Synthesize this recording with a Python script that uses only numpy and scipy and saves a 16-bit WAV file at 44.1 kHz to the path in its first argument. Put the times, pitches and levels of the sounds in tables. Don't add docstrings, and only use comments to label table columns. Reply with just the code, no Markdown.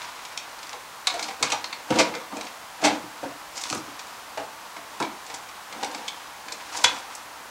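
import sys
import numpy as np
from scipy import signal
from scipy.fft import rfft, irfft, next_fast_len
from scipy.io import wavfile
from scipy.ndimage import map_coordinates

SR = 44100
rng = np.random.default_rng(int(sys.argv[2]) if len(sys.argv) > 2 else 0)


def amplitude_ratio(level_db):
    exponent = np.asarray(level_db, float) / 20
    return 10 ** exponent


def master_out(mix):
    frames = np.transpose(np.atleast_2d(mix))
    ceiling = np.clip(frames, -1, 1)
    pcm = np.round(ceiling * 32767).astype(np.int16)
    wavfile.write(sys.argv[1], SR, pcm)


N = 330818
LEAD = 0.002


def unit(x):
    return x / np.sqrt(np.mean(x ** 2) + 1e-20)


def along(points, hz):
    f, value = np.transpose(points)
    return np.interp(np.log(hz + 1), np.log(f + 1), value)


def filtered(x, response):
    m = next_fast_len(len(x) + SR // 4)
    spectrum = rfft(x, m) * response(np.fft.rfftfreq(m, 1 / SR))
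    return irfft(spectrum, m)[:len(x)]


def modes(table):
    def response(f):
        total = 0
        for k, (centre, width, db) in enumerate(table):
            damping = 1j * f * width
            total = total + (-1) ** k * amplitude_ratio(db) * damping / (centre * centre - f * f + damping)
        return total
    return response


def wobble(rate):
    knots = rng.standard_normal(int(N * rate / SR) + 4)
    return map_coordinates(knots, [np.arange(N) * rate / SR])


# (frequency [Hz], spectral level [dB per Hz])
AIR_SPECTRUM = [(12, -40), (20, -28), (44, -13), (156, -12.5), (314, -10), (393, -10), (620, -3.5),
                (863, 1.5), (1080, 2), (1600, -3.5), (2660, -8.5), (6710, -13.5), (11000, -19),
                (15500, -22.5)]


def hiss():
    noise = filtered(rng.standard_normal(N), lambda f: amplitude_ratio(along(AIR_SPECTRUM, f)))
    return amplitude_ratio(-41.5 + 0.16 * wobble(2.9)) * unit(noise)


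# (frequency [Hz], width [Hz], level [dB])
BOARD_MODES = [(216, 37, -4.5), (273.4, 60, -2), (304.7, 29, 4.5), (364, 70, -9.5)]


def boards():
    return modes(BOARD_MODES)


# (frequency [Hz], width [Hz], level [dB])
PANEL_MODES = [(495, 45, -1), (582, 138, -4), (662, 99, -3), (755, 73, 4), (823, 140, 0.5),
               (951, 103, -2.5), (1200, 650, -17.5), (1760, 230, -15.5)]


def panels(*objects):
    return modes(PANEL_MODES + list(objects))


def strokes(table):
    rise, sag, fall = 315, 4.5, 164
    t = np.arange(0, N + 64, 64) / SR
    s, length, *levels_db = np.transpose(table)[..., None]
    before = np.maximum(s - t, 0)
    during = np.clip(t - s, 0, length)
    after = np.maximum(t - s - length, 0)
    shape_db = -rise * before - sag * during - fall * after
    gains = [np.linalg.norm(amplitude_ratio(db + shape_db), axis=0) for db in levels_db]
    return [np.interp(np.arange(N) / SR, t, gain) for gain in gains]


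def grit(depth_db):
    grain_db = depth_db * wobble(70) + depth_db * wobble(400)
    return rng.standard_normal(N) * amplitude_ratio(grain_db)


# (frequency [Hz], spectral level [dB per Hz])
SCUFF_SPECTRUM = [(470, -44), (800, -34), (957, 10.5), (1040, 0), (1130, -1.5), (1580, -1.5), (2350, -4),
                  (3330, -5), (6910, -10), (14000, -29.5)]
# (time [s], length [s], board rumble level [dB], scuff level [dB])
SLIDES = [(0, 0.051, -48, -36), (0.097, 0.65, -46.5, -41.5), (1.115, 0.18, -35, -35.5),
          (1.44, 0.096, -34, -31), (1.603, 0.23, -41, -44), (1.927, .11, -25.5, -28), (2.1, .09, -36, -40),
          (2.336, 0.12, -34, -43), (2.838, 0.089, -26, -30.5), (3.17, 0.092, -44, -43),
          (3.577, .19, -40, -37.5), (3.84, 0.88, -48, -46), (4.91, 0.4, -46, -45), (5.29, 0.077, -47, -45),
          (5.738, .06, -35.5, -44), (5.812, 0.22, -32, -39), (6.068, .2, -45.5, -42),
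          (6.47, 0.052, -41, -44), (6.604, 0.11, -45, -40), (6.75, 0.051, -34.5, -32.5),
          (6.874, 0.098, -32.5, -32), (7.106, .04, -45, -40.5), (7.3, 0.18, -45, -55)]


def sliding():
    board, panel = boards(), panels()
    rumble = unit(filtered(grit(0.56), lambda f: amplitude_ratio(-3.5) * board(f) + panel(f)))
    scuff = unit(filtered(grit(1.6), lambda f: amplitude_ratio(along(SCUFF_SPECTRUM, f))))
    on_wood, on_plastic = strokes(SLIDES)
    return amplitude_ratio(-8.5) * on_wood * rumble + amplitude_ratio(-4.5) * on_plastic * scuff


def contact(t60, rise, blow=0):
    t = np.clip(np.arange(SR // 4) / SR - LEAD, 0, None)
    decay = amplitude_ratio(-60 * (t / max(t60, 0.002)) ** 1.89)
    onset = (1 - np.exp(-t / rise)) ** 2
    push = t / 0.0002 * np.exp(-t / 0.00017)
    return rng.standard_normal(len(t)) * decay * onset + blow * push


def silence():
    return np.zeros(N + SR)


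def add(track, s, sound, db):
    at = round((s - LEAD) * SR)
    track[at:at + len(sound)] += amplitude_ratio(db) * sound / np.abs(sound).max()


# (frequency [Hz], spectral level [dB per Hz])
CRACK_SPECTRUM = [(590, -26), (1000, -4.5), (1870, -7), (2180, 2), (2940, -7), (3190, -4), (3500, -3),
                  (5380, -5), (7700, -9), (16000, -42)]


def plastic(ring_hz, ring_db, hard_db):
    plate = modes([(ring_hz, 0.1 * ring_hz, ring_db)])
    return lambda f: plate(f) + amplitude_ratio(along(CRACK_SPECTRUM, f) + hard_db * np.log2((f + 500) / 4000))


def tap(track, s, db, ring_hz, ring_db, hard_db, t60):
    force = contact(t60, rise=0.00039)
    add(track, s, filtered(force, plastic(ring_hz, ring_db, hard_db)), db - 0.5)


# (time [s], peak level [dB],
# hardness [dB per octave], chatter t60 [s])
DRY_CLACKS = [(0.0171, -25, -5.5, 0.021), (0.1901, -32, -5, 0.019), (.375, -16, 2.5, 0.01),
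              (0.6294, -28, 4, .025), (0.6687, -29, 3, .016), (0.6924, -27, 2, 0.013),
              (0.729, -24, -1.5, 0.018), (1.099, -23, -1, .028), (1.193, -15.5, 0, .019),
              (1.283, -24, -1, 0.044), (1.3083, -26, -6, .022), (1.402, -38, 9, .025),
              (1.426, -5, 3.5, 0.021), (1.5193, -11, 0.3, 0.027), (1.923, -16.5, -17, .032),
              (1.955, -20, -1, .022), (1.9865, -7, -0.3, 0.034), (2.0296, -24, -3, 0.016),
              (2.1499, -22, -2.5, 0.019), (2.4093, -20, -0.5, 0.021), (2.4497, -33, 6, .022),
              (2.4665, -25, -4, 0.035), (2.8164, -25.5, 2.1, 0.029), (2.847, -15, 4, 0.041),
              (3.613, -23, 9, .022), (3.637, -17.5, 4, 0.01), (3.6544, -25, -10, 0.015),
                  (3.684, -30, 9, 0.024), (3.7, -14, 4.5, 0.0063), (3.7268, -15, 1, 0.0078),
                  (3.992, -26.5, 1.5, 0.027), (4.068, -34, 12, 0.011), (4.3734, -25.5, -4.5, 0.039),
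                  (4.7643, -28.5, -5, 0.028), (5.0248, -16.5, -0.5, .013), (5.0496, -27, -6, .024),
                  (5.264, -30.5, 4, 0.018), (5.34, -26, 5, .015), (5.345, -23.5, 9, .012),
                  (5.488, -30, -1, .022), (5.829, -23, 1.5, 0.031), (5.8328, -18.5, -1, .01),
                  (5.9459, -22, 1.5, 0.021), (6.4826, -23.5, -1, 0.017), (6.521, -20, 5, 0.02),
                  (6.7454, -29, -6, 0.017), (6.839, -8.5, 10, 0.011), (6.986, -32, 12, .012)]


def clacks():
    track = silence()
    for s, db, hard_db, t60 in DRY_CLACKS:
        tap(track, s, db, 2430, -20.5, hard_db, t60)
    return track[:N]


# (time [s], peak level [dB], ring [Hz], hardness [dB per octave])
LID_TAPS = [(0.25, -27, 2350, 4), (0.5886, -34, 4180, .6), (1.07, -6, 3960, 4), (1.139, -25, 4390, 9),
            (1.226, -18.5, 4440, 4), (1.2395, -22, 4380, 6), (1.5013, -18, 2620, 4),
            (1.6414, -17.5, 4500, -2.5), (1.727, -20.5, 4220, -4), (1.904, -17.5, 2710, -1.1),
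            (2.139, -23, 2270, -10), (2.368, -25.5, 2400, 7), (3.558, -31, 1940, 1),
            (3.576, -22.5, 5000, 5), (3.746, -24, 6850, 15), (5.0002, -23, 2450, 4), (5.2984, -28, 2000, 3),
            (5.7246, -28, 2330, 0), (5.8444, -19.5, 2120, 7), (5.9125, -32, 4400, 9.9),
            (6.08, -17, 3480, 2.5), (7.1498, -23.5, 5940, 16.5)]


def pings():
    track = silence()
    for s, db, ring_hz, hard_db in LID_TAPS:
        tap(track, s, db, ring_hz, 3.5, hard_db, t60=0.022)
    return track[:N]


# (frequency [Hz], width [Hz], level [dB])
BOTTOM_MODES = [(102, 120, -10), (123.5, 15, 0.5), (156, 29, -13)]


def bottom():
    return modes(BOTTOM_MODES)


def knock(track, s, db, force, note_hz, boards_db, bottom_db):
    add(track, s, filtered(force, panels((note_hz, 140, 4))), db)
    add(track, s, filtered(force, boards()), db + boards_db)
    add(track, s, filtered(force, bottom()), db + bottom_db)


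def blows(table, bottom_db):
    track = silence()
    for s, db, note_hz, boards_db, t60 in table:
        force = contact(t60, rise=0.001, blow=2.6)
        knock(track, s, db - 4.5, force, note_hz, boards_db + 2.5, boards_db + bottom_db)
    return track[:N]


# (time [s], peak level [dB], note [Hz], weight on the boards [dB], contact t60 [s])
CASE_SETDOWNS = [(.733, -25, 950, -33, 0.049), (3.58, -34, 877, -20, 0.032),
                 (3.704, -24.5, 1160, -4.5, .017), (3.7265, -15, 1260, -15, .012),
                 (3.752, -24, 1320, -1.7, 0.021), (3.878, -39, 972, 2, 0.014), (4.374, -16, 763, -33, .035),
                 (4.395, -20.5, 630, -21, 0.035), (4.764, -29.5, 666, -14, 0.068),
                 (5.002, -12.5, 956, -10, 0.042), (5.025, -19.5, 520, -12, 0.046),
                 (5.059, -31, 646, -5, 0.039), (5.299, -28.5, 780, -27, 0.035),
                 (5.336, -27, 930, -15.5, 0.029), (5.758, -38, 1050, 0, .03),
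                 (5.828, -17.5, 845, -14, 0.017), (5.87, -35, 886, -15, .027),
                 (5.946, -24.5, 770, -23, .019), (6.522, -28.5, 740, -14, 0.027),
                 (6.743, -27, 950, -20, 0.047), (6.791, -25, 930, -23, .053),
                 (6.841, -11.5, 980, -24, 0.024), (7.083, -31, 940, -23, 0.032)]


def setdowns():
    return blows(CASE_SETDOWNS, -22)


# (time [s], peak level [dB], note [Hz], weight on the boards [dB], contact t60 [s])
ORGANISER_BUMPS = [(1.071, -15.5, 1200, -38, 0.028), (1.142, -19.5, 690, -32, 0.073),
                   (1.189, -25.5, 840, -15, 0.084), (1.284, -23, 790, -24, 0.036),
                   (1.404, -26.5, 507, -7.5, 0.096), (1.427, -12, 1140, -27, 0.05),
                   (1.525, -14, 800, -30, .042), (1.905, -11, 456, -3, 0.033), (1.953, -14, 507, -3, 0.08),
                   (1.99, -7.5, 530, -12, 0.056), (2.085, -31, 500, -3, 0.063),
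                   (2.149, -23, 490, -18, 0.064), (2.324, -23.5, 940, -8, 0.032),
                   (2.36, -25, 626, -8.5, 0.075), (2.825, -14.5, 630, -7, 0.06),
                   (2.92, -21.5, 464, -5.5, .035), (3.034, -40.5, 867, 5, 0.036),
                   (3.231, -18.5, 474, -13, 0.041), (3.29, -30.5, 497, -12, .03)]


def bumps():
    return blows(ORGANISER_BUMPS, -17.5)


# (time [s], peak level [dB], ring [Hz], ring level [dB], chatter t60 [s])
SLAP_MODES = [
    (1.0715, -14.5, 2270, 8, 0.017),
    (5.033, -33, 3050, -1, .07),
    (6.8423, -2, 2420, -4, .011),
    (6.8447, -6.5, 3460, 9, .022),
    (6.8446, -13, 4690, -8, 0.037),
    (6.873, -31, 3430, 9, .05),
]


def slap():
    track = silence()
    for s, db, ring_hz, ring_db, t60 in SLAP_MODES:
        tap(track, s, db, ring_hz, ring_db, -1.6, t60)
    return track[:N]


# (time [s], length [s], level [dB])
LID_RUBS = [
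    (1.21, .05, -42),
    (3.578, 0.041, -39),
    (3.68, 0.079, -41),
    (5.3, .06, -50),
    (6.75, 0.047, -37),
    (6.87, 0.083, -45.5),
]


def rubs():
    lid = modes([(5800, 3800, 0)])
    on_lids, = strokes(LID_RUBS)
    return on_lids * unit(filtered(grit(3.0), lambda f: lid(f) ** 2))


# (time [s], peak level [dB], contact t60 [s])
BOTTOM_PUSHES = [(1.404, -38, .08), (1.429, -41, .04), (1.519, -45, 0.056), (2.05, -48, .08),
                 (2.831, -31, .06), (3.02, -45, 0.036), (3.23, -45, 0.056), (3.705, -41, 0.033),
                 (3.751, -39, 0.062), (3.869, -52, 0.027), (4.376, -53, 0.023)]


def thuds():
    track = silence()
    for s, db, t60 in BOTTOM_PUSHES:
        add(track, s, filtered(contact(t60, rise=0.0037), bottom()), db)
    return track[:N]


# (time [s], rattle level [dB], knock level [dB], rise [s], t60 [s])
SIDE_SHOVES = [
    (1.992, -9.5, -12.5, 0.0023, 0.061),
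    (2.835, -9.5, -10, 0.0079, 0.088),
]


def shoves():
    rattle, blow = silence(), silence()
    for s, rattle_db, knock_db, rise, t60 in SIDE_SHOVES:
        add(rattle, s, filtered(contact(t60, rise), plastic(2100, -18, -0.1)), rattle_db)
        knock(blow, s, knock_db, contact(t60, rise), 723, -9.5, -36)
    return rattle[:N], blow[:N]


# (frequency [Hz], t60 [s])
ROOM_DECAY = [(150, 0.38), (600, 0.35), (2500, 0.31), (6000, 0.21), (12000, 0.093)]


def room(x):
    wet, step = np.zeros(N + SR), SR // 8
    for at in range(0, N, step):
        hz, t, z = signal.stft(rng.standard_normal(SR // 2), SR, nperseg=256)
        decay = amplitude_ratio(-60 * t / along(ROOM_DECAY, hz)[:, None])
        tail = signal.istft(z * decay, SR, nperseg=256)[1]
        tail = np.pad(tail / np.linalg.norm(tail), (SR // 300, 0))
        piece = signal.fftconvolve(x[at:at + step], tail)
        wet[at:at + len(piece)] += piece
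    return wet[:N]


def microphone(x):
    bass = signal.butter(3, 90, "high", fs=SR, output="sos")
    top = signal.butter(2, 10500, fs=SR, output="sos")
    return signal.sosfilt(np.vstack([bass, top]), x)


def scene():
    rattle, shove = shoves()
    slide = sliding() + rubs()
    taps = clacks() + pings() + slap() + rattle
    knocks = setdowns() + bumps() + thuds() + shove
    tail = room(amplitude_ratio(-6.0) * taps + amplitude_ratio(-4.5) * knocks + amplitude_ratio(-12.5) * slide)
    return (microphone(taps + knocks + slide + tail) + hiss())[None]


def top_cut(x):
    return signal.sosfilt(signal.butter(12, 16990, fs=SR, output="sos"), x)


def record(dry):
    mix = filtered(dry[0], lambda f: f < 15800)[None]
    return top_cut(mix)


dry = scene()
out = record(dry)
master_out(out)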